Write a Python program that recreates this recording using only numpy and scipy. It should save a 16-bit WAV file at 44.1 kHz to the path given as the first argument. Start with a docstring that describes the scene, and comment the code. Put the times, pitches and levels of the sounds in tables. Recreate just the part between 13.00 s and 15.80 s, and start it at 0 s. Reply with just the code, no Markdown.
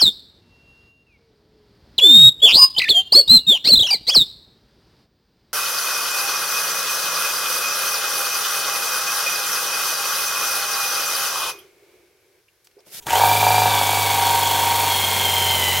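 """The bit of a cordless impact driver spins in a screw head, scraping and knocking on a wooden board.
It catches at the same places in the turn and rattles the board's modes, hardest near the start.
The gears whine and the rotor hums at fixed multiples of the bit's turning: up in a quick run-up,
then slowly sinking under the load. Gearbox clatter and motor hiss grow with the speed.
A short wall echo and quiet workshop air lie behind."""
import sys
import numpy as np
from scipy import signal
from scipy.fft import rfft, irfft, next_fast_len
from scipy.io import wavfile
from scipy.ndimage import map_coordinates

SR = 44100
rng = np.random.default_rng(int(sys.argv[2]) if len(sys.argv) > 2 else 0)


def to_wav(s):
    """Save 16-bit WAV."""
    ch = np.atleast_2d(s).T  # columns
    pcm = np.round(np.clip(ch, -1, 1) * 32767)  # PCM
    wavfile.write(sys.argv[1], SR, pcm.astype(np.int16))


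N = 123479
CLOCK = np.arange(N) / SR  # s


def amp(db):
    """Gain of a level in dB."""
    return 10 ** (np.asarray(db) / 20)


def unit(x):
    """Scale to rms 1."""
    return x / np.sqrt(np.mean(x ** 2) + 1e-20)


def curves(rows):
    """One value per sample for each column after the time."""
    s, *columns = np.transpose(rows)
    return [np.interp(CLOCK, s, column) for column in columns]


def noise():
    """White noise of rms 1."""
    return rng.standard_normal(N)


def wobble(rate):
    """A smooth random curve, rate knots a second."""
    knots = rng.standard_normal(int(N * rate / SR) + 4)
    return map_coordinates(knots, [np.arange(N) * rate / SR])


def filtered(x, response):
    """x times a response of frequency."""
    m = next_fast_len(N + SR // 2)
    return irfft(rfft(x, m) * response(np.fft.rfftfreq(m, 1 / SR)), m)[:N]


def coloured(x, points):
    """x through a spectrum of (frequency [Hz], gain [dB]) points."""
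    f, db = np.transpose(points)
    return filtered(x, lambda hz: amp(np.interp(np.log(hz + 1), np.log(f), db)))


def taps(times, sizes):
    """Impulses at the given times."""
    return np.bincount(np.clip(np.round(times * SR).astype(int), 0, N), sizes, N + 1)[:N]


def decay(start_s, t60):
    """An envelope that starts at once and dies away."""
    t = CLOCK - start_s
    return (t >= 0) * amp(-60 * np.abs(t) / t60)


def surface(turn, size):
    """A random roughness of size points that comes round again with every turn."""
    return unit(map_coordinates(rng.standard_normal(size), [turn % 1 * size], mode="grid-wrap"))


def swell(turn, at, depth_db):
    """A gain that swings depth_db up and down once a turn, peaking at the given place for a positive depth."""
    return amp(depth_db * np.cos(2 * np.pi * (turn - at)))


TURN_ZERO_S = .4285  # turns are counted from this moment
# speed of the bit: (time [s], speed [turns/s])
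BIT_SPEED = [(0.055, 3), (0.1, 17.8), (0.16, 23.4), (0.24, 25.98), (0.44, 26.15), (0.6, 26.4),
             (0.82, 25.08), (0.98, 25.39), (1.2, 24.76), (1.36, 24.62), (1.55, 24.43), (1.83, 24.68),
             (2.02, 23.88), (2.18, 24.06), (2.32, 23.46), (2.54, 23.25), (2.69, 22.25), (2.8, 23.1)]


def turning():
    """The bit's speed, summed into its angle in turns."""
    speed, = curves(BIT_SPEED)
    turn = np.cumsum(speed) / SR
    return speed, turn - np.interp(TURN_ZERO_S, CLOCK, turn)


# resonances of the wooden board: (centre [Hz], width [Hz], gain [dB])
BOARD_MODES = [(459, 118, -18), (576, 81, -16.5), (743.6, 25.3, -3.5), (803, 34, -4.5), (895, 46, -8),
               (933.5, 19.2, 1), (973.4, 22, -6.5), (1146, 98, -19.5), (1422, 40, -19), (1540, 25, -10),
               (1706, 48, -17)]


def board(x):
    """The board rings as parallel resonances of alternating sign."""
    def response(f):
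        total = 0
        for k, (centre, width, db) in enumerate(BOARD_MODES):
            damping = 1j * f * width
            total = total + (-1) ** k * amp(db) * damping / (centre * centre - f * f + damping)
        return total
    return filtered(x, response)


LOWEST_ORDER, END_ORDER = 15, 71  # cycles per turn; the end is not included
FRICTION_NOISE_DB = 21.5  # over one plain harmonic
# force of the bit on the board: (time [s], level of one plain harmonic [dB])
BITE_FORCE = [(.05, -55), (.1, -39), (.15, -29), (.21, -23.5), (.26, -24.5), (.33, -29.5), (.4, -28.5),
              (.48, -27.5), (.6, -30), (.72, -25.5), (.85, -31), (1.12, -30.5), (1.27, -27.5), (1.5, -32),
              (1.68, -30), (1.85, -32), (2.02, -35.5), (2.2, -34), (2.55, -34.5), (2.8, -35.5)]
# harmonics of the scrape that stand out or are weak: (order [cycles per turn])
RIDGE_ORDERS = [28, 31, 32, 33, 34, 35, 36, 38, 40, 45]
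# their levels, in the same order: (level over a plain harmonic [dB])
RIDGE_LEVELS = [8.5, -3.5, 5, -7, 1, -15, 4, 7, 5.5, 10]


def rattle(turn):
    """The bit scrapes over the same ridges in every turn; each harmonic swells as it glides across a board mode."""
    ridge_db = dict(zip(RIDGE_ORDERS, RIDGE_LEVELS))
    scrape = 0
    for order in range(LOWEST_ORDER, END_ORDER):
        scrape = scrape + amp(ridge_db.get(order, 0)) * np.sin(2 * np.pi * (order * turn + rng.random()))
    force = np.sqrt(2) * scrape + amp(FRICTION_NOISE_DB) * noise()
    return board(amp(curves(BITE_FORCE)[0]) * force)


# colour of steel, for the bit's clicks and the trigger: (frequency [Hz], gain [dB])
STEEL_COLOUR = [(300, -18), (1500, -8), (3200, 6), (4800, -7), (6700, 4), (8000, -2), (15000, -5)]


def steel_noise():
    """Bright noise with the colour of struck steel."""
    return unit(coloured(noise(), STEEL_COLOUR))


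KNOCK_AT = -0.0256  # turns from the nearest half turn
SECOND_TURNS, SECOND_DB = .49, -8  # delay and level of the lighter knock that follows each one
THUMP_HZ, THUMP_RISE_S, THUMP_DB = 863, 0.0023, 1.5  # thump gain over the table
RING_DB, CLICK_T60_S = -4, 0.02  # ring gain over the table
# knocks of the bit: (time before snapping to a half turn [s], blow before its gains [dB], click [dB])
KNOCKS = [(.0675, -22.5, -23), (.106, -15.5, -18.5), (.1315, -9, -21), (.154, -7, -17), (.197, -9, -24),
          (.2355, -7.5, -30), (.274, -12, -36), (.3128, -9.5, -30), (.351, -14, -25), (.4275, -9.5, -31),
          (.4654, -6.5, -30), (.504, -9.5, -38), (.542, -11.5, -28), (.5797, -8, -26), (.618, -10.5, -33),
          (.656, -9.5, -26), (.812, -11.5, -29), (.892, -12.5, -32), (.932, -16, -36), (.971, -16.5, -30)]


def knocks(turn):
    """Knocks, mostly one a turn, thump and ring the board and click; a lighter one follows half a turn later."""
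    s, blow_db, click_db = np.transpose(KNOCKS)
    knock_turn = np.round(2 * np.interp(s, CLOCK, turn)) / 2 + KNOCK_AT  # snapped to the nearest half turn
    knock_s = np.interp(knock_turn, turn, CLOCK)
    second_s = np.interp(knock_turn + SECOND_TURNS, turn, CLOCK)
    blows = taps(knock_s, amp(blow_db)) + taps(second_s, amp(blow_db + SECOND_DB))
    t = np.arange(SR // 10) / SR
    u = t / THUMP_RISE_S
    thump = (u * np.exp(1 - u)) ** 2 * np.sin(2 * np.pi * THUMP_HZ * t)
    thumps = signal.fftconvolve(blows, thump)[:N]
    single_ring = board(taps(np.zeros(1), np.ones(1)))
    ring = board(blows) / np.abs(single_ring).max()
    # the lighter knocks have no click
    click_envelope = signal.fftconvolve(taps(knock_s, amp(click_db)), amp(-60 * t / CLICK_T60_S))[:N]
    return amp(THUMP_DB) * thumps + amp(RING_DB) * ring + click_envelope * steel_noise()


def mesh(turn, order, rough):
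    """One gear tone, order cycles per turn, with sidebands from uneven teeth and play."""
    phase = 2 * np.pi * order * turn + 0.45 * wobble(24.46)
    in_step, off_step = [0.46 * surface(turn, size=12) + wobble(260) for _ in range(2)]
    return unit((1 + rough * in_step / 2) * np.sin(phase) + rough * off_step / 2 * np.cos(phase))


LOW_GEAR_ORDER, HIGH_GEAR_ORDER, SIDE_GEAR_ORDER = 90, 135, 137  # cycles per turn
LOW_ROUGH, HIGH_ROUGH, RASP_ROUGH, SIDE_ROUGH = 0.26, 0.95, 16, 2.7
LOW_SWELL_AT, HIGH_SWELL_AT, HIGH_SWELL_DB = 0.55, 0.47, 2  # places in turns
RASP_DB = -6  # against the plain high tone
# low whine: (time [s], level [dB], depth of its beat [dB])
LOW_WHINE = [(.06, -72, 11), (.14, -51, -6), (.22, -30, 2), (.3, -29.5, 8.5), (.62, -30, 6), (.75, -29, -1),
             (1.05, -31.5, 4), (1.22, -37, 3), (1.48, -44, 8), (1.8, -44, 13), (1.98, -37.5, 3),
             (2.35, -33.5, 2.5), (2.56, -31.5, 0), (2.68, -24.5, -4), (2.8, -31, 0)]
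# high whine with its rasp: (time [s], level [dB])
HIGH_WHINE = [(.06, -65), (.105, -34), (.13, -50), (.157, -26.5), (.2, -50), (.26, -40), (.62, -45),
              (.75, -43), (1.22, -46), (1.5, -27.5), (1.8, -39), (1.98, -25), (2.15, -28), (2.35, -23.5),
              (2.56, -24), (2.68, -25), (2.8, -25.5)]
# side tone above the high whine: (time [s], level [dB])
SIDE_WHINE = [(.06, -64), (.25, -42), (.6, -40), (.72, -31), (1.05, -35), (1.25, -34), (2.8, -43)]


def gears(turn):
    """The low whine beats once a turn; the high one twice, with a rasp round it and a side tone just above."""
    low_db, beat_db = curves(LOW_WHINE)
    low = unit(mesh(turn, LOW_GEAR_ORDER, LOW_ROUGH) * swell(turn, LOW_SWELL_AT, beat_db))
    rasp = mesh(turn, HIGH_GEAR_ORDER, RASP_ROUGH)
    high = mesh(turn, HIGH_GEAR_ORDER, HIGH_ROUGH) + amp(RASP_DB) * rasp
    high = unit(high * swell(2 * turn, 2 * HIGH_SWELL_AT, HIGH_SWELL_DB))
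    side = mesh(turn, SIDE_GEAR_ORDER, SIDE_ROUGH)
    whines = amp(low_db) * low + amp(curves(HIGH_WHINE)[0]) * high
    return whines + amp(curves(SIDE_WHINE)[0]) * side


ROTOR_ORDER = 4  # cycles per turn of the bit
# main hum: (time [s], level [dB])
HUM = [(.06, -69), (.14, -39), (.25, -31.5), (.62, -28.5), (.82, -34.5), (1.02, -32.5), (1.2, -35),
       (1.6, -36.5), (1.85, -35), (2.02, -36.5), (2.45, -34), (2.8, -33.5)]
# weaker lines that follow the hum: (order [cycles per turn], level against the hum [dB])
HUM_LINES = [(2, -32), (6, -17), (10, -19.5), (16, -10)]
# overtones of the hum: (time [s], second harmonic [dB], third harmonic [dB])
HUM_OVERTONES = [(.06, -75, -86), (.25, -54, -46), (.7, -50, -46.5), (1.2, -60, -44.5), (1.9, -59, -45),
                 (2.1, -46.5, -61), (2.45, -50.5, -60), (2.8, -46, -50)]


def rotor(turn):
    """The slightly unbalanced rotor hums in sines locked to the turning."""
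    phase = 2 * np.pi * ROTOR_ORDER * turn
    second_db, third_db = curves(HUM_OVERTONES)
    lines = sum(amp(db) * np.sin(2 * np.pi * (order * turn + rng.random())) for order, db in HUM_LINES)
    overtones = amp(second_db) * np.sin(2 * phase) + amp(third_db) * np.sin(3 * phase)
    return np.sqrt(2) * (amp(curves(HUM)[0]) * (np.sin(phase) + lines) + overtones)


CLATTER_SPEED, CLATTER_GRIT_DB = 24.6, 3  # turns/s at which the colour holds; depth of the grit
# colour of the gearbox clatter at CLATTER_SPEED: (frequency [Hz], gain [dB])
CLATTER_COLOUR = [(25, -14), (60, -13.5), (150, -8), (330, -10.5), (420, -2.5), (560, -1.5), (680, -2),
                  (1100, 0), (1330, -5.5), (1600, -7), (1850, -6.5), (2100, -1.5), (2400, 0.5), (2750, -4),
                  (3150, 1.5), (3550, -1), (3750, 0), (4050, -7.5), (4380, -0.5), (4650, -9), (5000, -8),
                  (9000, -11), (16000, -14)]


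def clatter(turn):
    """Gritty gearbox noise, made at an even speed and then stretched so that it glides with the bit."""
    even_turn = turn[0] + CLATTER_SPEED * CLOCK
    grit = amp(CLATTER_GRIT_DB * surface(even_turn, size=24))
    even = coloured(noise() * grit + 0.64 * surface(even_turn, size=1024), CLATTER_COLOUR)
    position = (turn - turn[0]) / CLATTER_SPEED * SR
    return unit(map_coordinates(even, [position], mode="mirror"))


HISS_SWELL_AT, HISS_SWELL_DB, HISS_HALF_TURN_DB = 0.61, 1, 2  # place in turns; depths once and twice a turn
GRIT_DB, SHEEN_HZ = 1.7, 11000
# colour of the hiss: (frequency [Hz], gain [dB])
HISS_COLOUR = [(200, -46), (2500, -12), (5000, -3.5), (6800, 0), (7800, -0.5), (9000, -1), (11000, -1.5),
               (13500, 1), (15700, 0.5)]
# gain of the hiss above SHEEN_HZ: (time [s], gain [dB])
HISS_SHEEN = [(.1, -2.5), (.28, 3.5), (.7, -0.5), (1.3, 0), (1.6, 0.5), (2.8, 1)]


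def hiss(turn):
    """Brushes and fan hiss grittily, pulsing once and twice a turn."""
    pulsing = swell(turn, HISS_SWELL_AT, HISS_SWELL_DB)
    pulsing = pulsing * swell(2 * turn, 2 * HIGH_SWELL_AT, HISS_HALF_TURN_DB)
    grit = amp(GRIT_DB * wobble(1600) + 0.64 * surface(turn, size=16))
    body = coloured(noise() * grit * pulsing, HISS_COLOUR)
    top = filtered(body, lambda hz: 1 - 1 / (1 + (hz / SHEEN_HZ) ** 10))
    return unit(body + (amp(curves(HISS_SHEEN)[0]) - 1) * top)


CLATTER_DB, HISS_DB, GEAR_OVERTONE_DB = -24, -24.5, -39  # at full speed
FULL_SPEED, SPEED_LAW = 23.5, 1.02  # turns/s, above which the level holds; power of the speed


def motor(turn, speed):
    """Clatter, hiss and a rasping overtone of the low gear, all growing with speed."""
    overtone = mesh(turn, 2 * LOW_GEAR_ORDER, rough=1.7)
    running = np.clip((speed - speed[0]) / (FULL_SPEED - speed[0]), 0, 1) ** SPEED_LAW
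    mix = amp(CLATTER_DB) * clatter(turn) + amp(HISS_DB) * hiss(turn)
    return running * (mix + amp(GEAR_OVERTONE_DB) * overtone)


TRIGGER_S, TRIGGER_DB, TRIGGER_T60_S = 0.023, -46, 0.16
JOLT_S, JOLT_HZ, JOLT_DB, JOLT_T60_S = 0.067, 132, -34, 0.14


def start():
    """The trigger ticks in steel noise, then the housing jolts in a dying low tone as the motor takes off."""
    tick = amp(TRIGGER_DB) * decay(TRIGGER_S, TRIGGER_T60_S) * steel_noise()
    jolt_tone = np.sin(2 * np.pi * JOLT_HZ * (CLOCK - JOLT_S))
    return tick + amp(JOLT_DB) * decay(JOLT_S, JOLT_T60_S) * jolt_tone


ROOM_DB, ROOM_T60_S = -11, 0.25


def room(x):
    """Short answer of the nearby walls: a dying noise tail."""
    t = np.arange(SR // 4) / SR
    tail = rng.standard_normal(len(t)) * amp(-60 * t / ROOM_T60_S) * (t > .002)
    return amp(ROOM_DB) * signal.fftconvolve(x, tail / np.linalg.norm(tail))[:N]


AIR_DB = -52
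# colour of the quiet workshop air: (frequency [Hz], gain [dB])
AIR_COLOUR = [(25, -6), (100, -6), (300, -23), (1000, -22), (5000, -25), (15000, -19)]


def air():
    """Steady coloured noise of the quiet workshop."""
    return amp(AIR_DB) * unit(coloured(noise(), AIR_COLOUR))


def scene():
    """The turning of the bit drives the tool's layers; all but the rotor hum also reach the walls."""
    speed, turn = turning()
    tool = rattle(turn) + knocks(turn) + gears(turn) + motor(turn, speed) + start()
    mono = tool + rotor(turn) + room(tool) + air()
    return np.array([mono, mono])


TOP_HZ = 15750


def record(dry):
    """Nothing passes above the band limit."""
    return np.array([filtered(channel, lambda hz: hz < TOP_HZ) for channel in dry])


dry = scene()
out = record(dry)
to_wav(out)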